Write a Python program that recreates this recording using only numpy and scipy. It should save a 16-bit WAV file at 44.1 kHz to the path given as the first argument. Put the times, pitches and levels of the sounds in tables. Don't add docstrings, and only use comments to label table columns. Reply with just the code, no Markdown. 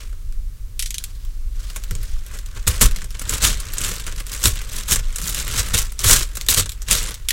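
import sys
import numpy as np
from scipy import signal
from scipy.io import wavfile
from scipy.ndimage import uniform_filter1d

SR = 44100
rng = np.random.default_rng(int(sys.argv[2]) if len(sys.argv) > 2 else 0)


def wav_record(signal):
    frames = np.transpose(np.atleast_2d(signal))
    bounded = np.clip(frames, -1, 1)
    quanta = np.round(bounded * 32767).astype(np.int16)
    wavfile.write(sys.argv[1], SR, quanta)


N = 322812
TIME = np.arange(N) / SR

# [dB per Hz, relative]
PAPER_COLOUR = [(700, -15), (950, -19.5), (1300, -2.5), (1800, -8), (2700, -2.5), (3800, 0.5), (4800, -2.5),
                (7100, 4.5), (9700, -1), (12000, -3.5), (15500, -8)]
# [dB per Hz, relative]
LUMP_COLOUR = [(60, 8.5), (100, 13), (150, 3.5), (200, 0.5), (250, -5), (400, -6.5), (520, 0), (650, -11),
               (760, -27), (950, -5.5), (1300, -1.5), (2200, -5.5), (4000, -12)]


def digging():
    # [dB, before the mix]
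    handling = [(0.0, -40), (0.13, -59.5), (0.7, -81), (1.5, -63), (1.65, -47.5), (2.2, -52.5),
                (2.62, -47.5), (2.97, -42), (3.09, -53), (3.27, -38.5), (3.65, -38), (4.25, -48),
                (4.7, -43), (5.07, -43), (5.68, -31.5), (5.93, -51), (6.42, -45), (6.78, -52.5)]
    # full_force_s [s], crinkle_db [dB, before the mix],
    # lumps_db [dB against the crinkle, before the mix], bright_db [dB per octave],
    # attack_s [s], hold_s [s], release_s [s]
    shoves = [(2.355, -39.5, -0.5, 3.5, 0.15, .005, 0.043), (2.575, -40, 4.5, 3, .035, 0.0046, 0.0236),
              (2.678, -14, -8.5, 2.5, 0.012, 0.0043, 0.022), (2.7, -27, -7, -0.5, 0.035, 0.0115, 0.22),
              (2.817, -8.5, -8.5, 1, 0.012, 0.0078, .036), (2.851, -18, -8.5, -0.5, 0.018, 0.0078, .03),
              (3.15, -35, -4.5, -5, 0.0091, 0.00334, 0.018), (3.215, -29, -5.5, 2.5, 0.008, 0.0039, 0.023),
              (3.321, -23, -7, 0, 0.062, 0.032, 0.041), (3.435, -12.5, -12, -3, 0.027, 0.022, .1),
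              (3.836, -26, -7, -0.5, 0.14, 0.057, 0.186), (4.075, -34, 1, 0, 0.022, 0.0054, 0.0671),
              (4.18, -32, -6, -2, 0.013, 0.0046, 0.039), (4.334, -27, -9.5, 1, 0.08, 0.0184, 0.081),
              (4.459, -15, -11, 1.5, 0.061, 0.004, 0.075), (4.574, -31.5, -15, -5.5, 0.035, 0.00239, 0.08),
              (4.757, -29, -9, 0.5, 0.13, 0.0471, 0.0665), (4.884, -23, -12, 2.5, 0.015, 0.017, 0.028),
              (4.924, -13, -12.5, -0.45, 0.039, 0.0078, 0.046),
              (5.273, -23.5, -16, 2.5, 0.12, 0.01896, 0.085), (5.39, -24, -13, -1.5, 0.15, 0.021, 0.031),
              (5.59, -18, -11.5, -2.5, 0.14, 0.00633, 0.0538),
              (5.738, -16, -10, -2.5, 0.00917, 0.00915, 0.054),
              (5.786, -14.5, -19, -1, 0.041, 0.0046, 0.026), (5.814, -27, -8.5, 1.5, 0.022, 0.0059, 0.084),
              (6.1, -9, -12.5, -0.9, 0.1, 0.028, .11), (6.488, -13, -20, 3.5, 0.0034, 0.011, 0.037),
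              (6.508, -17, -16, -2, .021, 0.0378, 0.03), (6.573, -13.5, -14, -2, 0.028, 0.026, 0.036),
              (6.915, -13.5, -14, -2, 0.04, 0.0079, 0.14), (7.028, -30.5, -6, -2, 0.099, 0.056, 0.111)]
    handling_lumps_db = -3.5

    paper_power = from_db(in_time(handling)[0]) ** 2
    lump_power = paper_power * from_db(handling_lumps_db) ** 2
    bright_sum = 0
    for s, level_db, lumps_db, bright_db, attack_s, hold_s, release_s in shoves:
        push = swell(s, level_db, attack_s, hold_s, release_s) * grip(s, attack_s, hold_s, release_s)
        paper_power = paper_power + push
        lump_power = lump_power + push * from_db(lumps_db) ** 2
        bright_sum = bright_sum + push * bright_db
    return 10 * np.log10(paper_power), bright_sum / paper_power, 10 * np.log10(lump_power)


def swell(s, level_db, attack_s, hold_s, release_s):
    range_db = 21
    before = np.maximum(s - TIME, 0) / attack_s
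    after = np.maximum(TIME - s - hold_s, 0) / release_s
    return from_db(level_db - range_db * np.minimum(before + after, 10)) ** 2


def grip(s, attack_s, hold_s, release_s):
    take_hold_s, let_go_s = 0.004, 0.025
    early = np.maximum(s - attack_s - TIME, 0) / take_hold_s
    late = np.maximum(TIME - s - hold_s - release_s, 0) / let_go_s
    return np.exp(-np.minimum(early + late, 20))


def crinkle(level_db, bright_db):
    push_db = np.clip(level_db + 34, -8, 22)
    per_s = 720 * from_db(.6 * push_db)
    tilt_db = bright_db + 0.18 * (push_db - 12) + 0.21 * drift(14)
    creases = grains(PAPER_COLOUR, per_s, tilt_db, spread_db=5.0, fizz_s=0.0015,
                     clump_db=4.0, colour_db=3.5)
    return from_db(level_db - 3.0) * creases


def lumps(level_db):
    grinding = grains(LUMP_COLOUR, 600, np.zeros(N), spread_db=2.5, fizz_s=0.0022,
                      clump_db=1.5, colour_db=3.0)
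    return from_db(level_db + 1.0) * grinding


def snaps():
    # [dB against the peak, before the mix]
    crease_rows = [(0.128, -36.5, -4), (0.324, -30.5, -16), (1.25, -30.5, -14), (1.7, -20, -19),
                   (1.7607, -10.5, -17.5), (1.7659, -15, -18), (1.8375, -17, -37), (1.9094, -15, -14.5),
                   (1.952, -19, -12.5), (2.0308, -17, -20), (2.264, -22.5, -27), (2.388, -19.5, -17.5),
                   (2.4601, -21, -32), (2.6723, -8, -8.5), (2.811, -4, -9.5), (2.911, -15, -16),
                   (2.961, -10, -17.5), (2.9857, -18, -11.5), (3.018, -21, -7), (3.0429, -18, -14),
                   (3.106, -17, -20), (3.1945, -12.5, -22), (3.2942, -6, -42), (3.3817, -13.5, -15),
                   (3.419, -6, -20), (3.438, -5, -32), (3.6012, -14.5, -31), (3.736, -11, -35),
                   (3.783, -13, -35), (3.8146, -10, -26), (3.846, -6.5, -33.5), (3.9629, -13.5, -28),
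                   (3.998, -13.5, -22), (4.0661, -9.5, -18), (4.124, -20.5, -9), (4.1607, -20.5, -15),
                   (4.2023, -13, -12), (4.2666, -15, -20.5), (4.4385, 1.5, -32), (4.4557, 7, -20.5),
                   (4.557, -17, -13), (4.616, -18, -11), (4.9108, -1.5, -20), (4.958, -2.5, -18.5),
                   (4.9929, -13.5, -10), (5.1594, -6.5, -43), (5.184, -11, -13), (5.2156, -10.5, -18),
                   (5.346, -9, -31.5), (5.4787, -9.5, -14), (5.5934, -4, -23), (5.7406, -4.5, -11.5),
                   (5.92, -19.5, -16), (5.9913, -7.5, -34), (6.0431, 2, -14), (6.2079, -7, -15.5),
                   (6.23, -8, -20), (6.3533, -10, -39.5), (6.3702, -9, -18), (6.4117, -11, -19.5),
                   (6.4639, -13.5, -19), (6.4861, 7.5, -31), (6.54, -5, -34.5), (6.6585, -16, -10),
                   (6.6928, -12, -42.5), (6.7192, -15.5, -37), (6.819, -17, -18.5), (6.8845, -9, -9),
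                   (6.911, 3, -25), (7.108, -21, -6.5), (7.1421, -14, -32.5)]
    # lowest_hz [Hz], highest_hz [Hz]
    facet_range = (3766, 11970)

    highs, lows, click, facets = np.zeros((4, N))
    facet_pitches = np.exp(rng.uniform(*np.log(facet_range), len(crease_rows)))
    for (s, peak_db, lows_db), hz in zip(crease_rows, facet_pitches):
        span, size = splinters(s, t60=0.053, per_s=2000, after_db=-5.5, first_t60=0.0067)
        highs[span] += from_db(peak_db) * size
        lows[span] += from_db(peak_db + lows_db) * size
        click[span.start] = from_db(peak_db + 8.5)
        rough_push = size * rng.standard_normal(len(size))
        facets[span] += from_db(peak_db) * ring(rough_push, hz, t60=0.0047)

    def crunch(hz):
        return from_db(3.2 * drift(10.8)) * (click + highs * rng.standard_normal(N))

    paper = coloured(PAPER_COLOUR, crunch)
    body = coloured(LUMP_COLOUR, lambda hz: lows * rng.standard_normal(N))
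    return from_db(-11.0) * paper + from_db(-20.5) * facets + from_db(1.0) * body


def knocks():
    # start_s [s], level_db [dB, before filtering], pitch_hz [Hz],
    # settle_s [s to fall by 60 dB]
    tumbles = [(2.814, -21.5, 210, 0.16), (4.912, -26.5, 169, 0.15), (5.2, -36.5, 177.3, 0.67),
               (5.738, -28, 480.2, 0.076)]
    out = np.zeros(N)
    for s, level_db, hz, t60 in tumbles:
        age = np.maximum(TIME - s, 0)
        force = from_db(level_db - 60 * np.minimum(age / t60, 2)) * (age > 0)
        hollow = ring(force * rng.standard_normal(N), hz, t60=0.071)
        out += band(hollow, hz / 1.44, hz * 1.31)
    return out


def thuds():
    # start_s [s], level_db [dB], t60_s [s to fall by 60 dB]
    drops = [(1.907, -22.5, 0.63), (2.669, -13.5, 0.262), (2.814, -19, 0.126), (2.853, -10.5, 0.16),
             (3.274, -24, 0.133), (3.426, -17.5, 0.52), (4.452, -13, 0.276), (4.915, -15.5, 0.23),
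             (5.586, -21, 0.179), (5.738, -12, 0.17), (6.044, -15.5, 0.17), (6.102, -15.5, 0.28),
             (6.577, -14, 0.28), (6.909, -20.5, 0.33)]
    # [dB per Hz, relative]
    bulk_colour = [(35, -0.5), (50, 11.5), (70, -7), (100, 1.5), (120, -20.5), (145, -14.5), (170, -16),
                   (205, -38), (250, -28)]
    force = np.zeros(N)
    for s, level_db, t60 in drops:
        age = np.maximum(TIME - s, 0)
        soft_start = 1 - np.exp(-age / 0.00207)
        force += from_db(level_db - 60 * age / t60) * soft_start
    return force * evened(coloured(bulk_colour, lambda hz: rng.standard_normal(N)))


def cracks():
    # start_s [s], peak_db [dB, before the mix],
    # splinter_s [s for the splintering to fall by 60 dB], ring_hz [Hz]
    crack_rows = [(0.7933, -18, 0.11, 9860), (0.8236, -18, 0.076, 5820), (0.8587, -21, 0.083, 5780),
                  (0.906, -20.5, 0.052, 6600), (0.9425, -21.5, 0.073, 6280), (0.9819, -18.5, 0.033, 7000),
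                  (1.0391, -19.5, 0.042, 7400), (7.286, -10, 0.057, 10360), (7.3061, -7.5, 0.042, 1850)]
    # [dB per Hz, relative]
    crack_colour = [(1000, -11.5), (1660, -5.5), (2600, -2), (4410, 1.5), (4860, -4), (8350, 0.5),
                    (14900, -9.5), (16000, -15)]
    force, rings = np.zeros((2, N))
    for s, peak_db, t60, hz in crack_rows:
        span, size = splinters(s, t60, per_s=2500, after_db=1.0, first_t60=0.0084)
        force[span] += from_db(peak_db) * size
        rough_push = size * rng.standard_normal(len(size))
        rings[span] += from_db(peak_db) * ring(rough_push, hz, t60=0.012)

    def burst_noise(hz):
        return force * from_db(1.07 * drift(31.7)) * rng.standard_normal(N)

    burst = coloured(crack_colour, burst_noise)
    return band(from_db(-5.0) * burst + from_db(-12.5) * rings, 1984, 15000)


def sleeve():
    # [dB, before the mix]
    reach = [(1.0, -40), (1.08, -44.5), (1.25, -49.5), (1.5, -58.5), (1.6, -40), (1.73, -38.5),
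             (1.85, -54.5), (2.049, -39.5), (2.2, -45.5)]
    # [dB per Hz, relative]
    cloth_colour = [(900, -10.5), (1300, -3), (2300, -6), (5500, -1.5), (8000, -6), (15000, -14)]
    s, level_db = np.transpose(reach)
    gain = from_db(np.interp(TIME, s, level_db, left=-np.inf, right=-np.inf) - 7.5)
    return gain * grains(cloth_colour, 1500, np.zeros(N), spread_db=3.0, fizz_s=0.003,
                         clump_db=5.0, colour_db=4.0)


def puffs():
    # full_force_s [s], level_db [dB]
    air_pushes = [(0.37, -17), (1.48, -25.5), (1.95, -16.5), (2.15, -18.5), (2.86, -13), (3.53, -25.5),
                  (4.53, -22.5), (4.999, -18.5), (5.75, -20), (6.1, -16)]
    attack_s, hold_s, release_s = 0.14, 0.004, 0.23
    draught_db = -33
    deep_noise = band(band(rng.standard_normal(N), 10.3, 37.4), 10.3, 37.4)
    power = sum(swell(s, level_db, attack_s, hold_s, release_s) for s, level_db in air_pushes)
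    return np.sqrt(power + from_db(draught_db) ** 2) * evened(deep_noise)


def balcony(x, wet_db):
    t60_s = 0.12
    age = np.arange(int(.3 * SR)) / SR
    turn, out = np.pi * drift(1.86), x
    for share in (np.cos(turn), np.sin(turn)):
        echoes = rng.standard_normal(len(age)) * from_db(-60 * age / t60_s) * (age > .003)
        echoes = signal.lfilter(*signal.butter(1, 9000, fs=SR), echoes / np.linalg.norm(echoes))
        out = out + from_db(wet_db) * signal.fftconvolve(share * x, echoes)[:N]
    return out


def background():
    # [dB per Hz, relative]
    air_colour = [(25, 7), (50, -2.5), (75, -12), (110, -22), (160, -30.5), (250, -38), (500, -42),
                  (750, -55.5), (1100, -46), (2500, -50), (6000, -48), (16000, -51)]
    # pitch_hz [Hz], level_db [dB rms]
    hum_tones = [(48.5, -40), (100.5, -50)]
    air = rms_one(coloured(air_colour, lambda hz: rng.standard_normal(N)))
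    hum = np.zeros(N)
    for hz, db in hum_tones:
        phase = 2 * np.pi * hz * TIME + 0.23 * drift(2.8)
        hum += from_db(db) * np.sqrt(2) * np.sin(phase)
    return from_db(-28.5) * air + hum


def grains(spectrum, per_s, tilt_db, spread_db, fizz_s, clump_db, colour_db):
    at = np.flatnonzero(rng.random(N) < per_s / SR)
    sizes_db = spread_db * np.minimum(rng.exponential(1, len(at)), 3) + clump_db * drift(15.7)[at]
    sizes = from_db(sizes_db)
    power = uniform_filter1d(np.bincount(at, sizes ** 2, minlength=N), int(.035 * SR))
    sizes = sizes / np.sqrt(power[at] + 1e-9)
    fade = np.exp(-1 / (fizz_s * SR))

    def excite(hz):
        octaves = np.clip(np.log2(hz / 6000), -1, 2)
        colour = colour_db * rng.standard_normal(len(at)) + tilt_db[at] * octaves
        energy = np.bincount(at, (sizes * from_db(colour)) ** 2, minlength=N)
        fizz_power = signal.lfilter([1 - fade], [1, -fade], energy + 1e-18)
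        return np.sqrt(fizz_power) * rng.standard_normal(N)
    return coloured(spectrum, excite)


def splinters(s, t60, per_s, after_db, first_t60):
    age = np.arange(int(.1 * SR)) / SR
    follows = (rng.random(len(age)) < per_s / SR) * np.sqrt(SR / per_s)
    size = from_db(-60 * age / first_t60) + from_db(after_db - 60 * age / t60) * follows
    start = round(s * SR)
    return slice(start, min(start + len(age), N)), size[:N - start]


def ring(force, hz, t60):
    r = from_db(-60 / (t60 * SR))
    feed = np.sqrt((1 - r * r) / 2) * np.array([1, 0, -1])
    return signal.lfilter(feed, [1, -2 * r * np.cos(2 * np.pi * hz / SR), r * r], force)


def coloured(spectrum, excite):
    edges_hz = np.geomspace(20, 17000, 30)
    hz_points, db_points = np.transpose(spectrum)
    out, power = np.zeros(N), 0
    for low, high in zip(edges_hz, edges_hz[1:]):
        hz = np.sqrt(low * high)
        if hz_points[0] / 2 < hz < hz_points[-1] * 2:
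            gain = from_db(np.interp(np.log(hz), np.log(hz_points), db_points))
            out += gain * band(excite(hz), low, high)
            power += gain ** 2 * (high - low) / (SR / 2)
    return out / np.sqrt(power)


def band(x, low_hz, high_hz):
    return signal.sosfilt(signal.butter(2, [low_hz, high_hz], "band", fs=SR, output="sos"), x + 1e-18)


def drift(rate):
    r = np.exp(-80 * np.pi * rate / SR)
    slow = signal.lfilter([1], [1, -2 * r, r * r], rng.standard_normal(N // 40 + 2002))[2000:]
    return np.interp(np.arange(N) / 40, np.arange(len(slow)), rms_one(slow))


def evened(x):
    size = int(.06 * SR)
    slow_power = uniform_filter1d(uniform_filter1d(x ** 2, size), size)
    return rms_one(x / np.sqrt(slow_power + 1e-12))


def in_time(rows):
    s, *columns = np.transpose(rows)
    return [np.interp(TIME, s, c) for c in columns]


def rms_one(x):
    return x / np.sqrt(np.mean(x ** 2) + 1e-20)


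def from_db(db):
    return 10 ** (np.asarray(db) / 20)


def scene():
    crinkle_db, bright_db, lumps_db = digging()
    bag = crinkle(crinkle_db, bright_db) + lumps(lumps_db) + snaps() + knocks()
    near = bag + cracks() + sleeve()
    return (balcony(near, wet_db=-10.5) + thuds() + puffs() + background())[None]


def record(dry):
    treble_cut = signal.ellip(10, .1, 70, 15900, fs=SR, output="sos")
    return signal.sosfilt(treble_cut, np.clip(dry, -1, 1))


dry = scene()
out = record(dry)
wav_record(out)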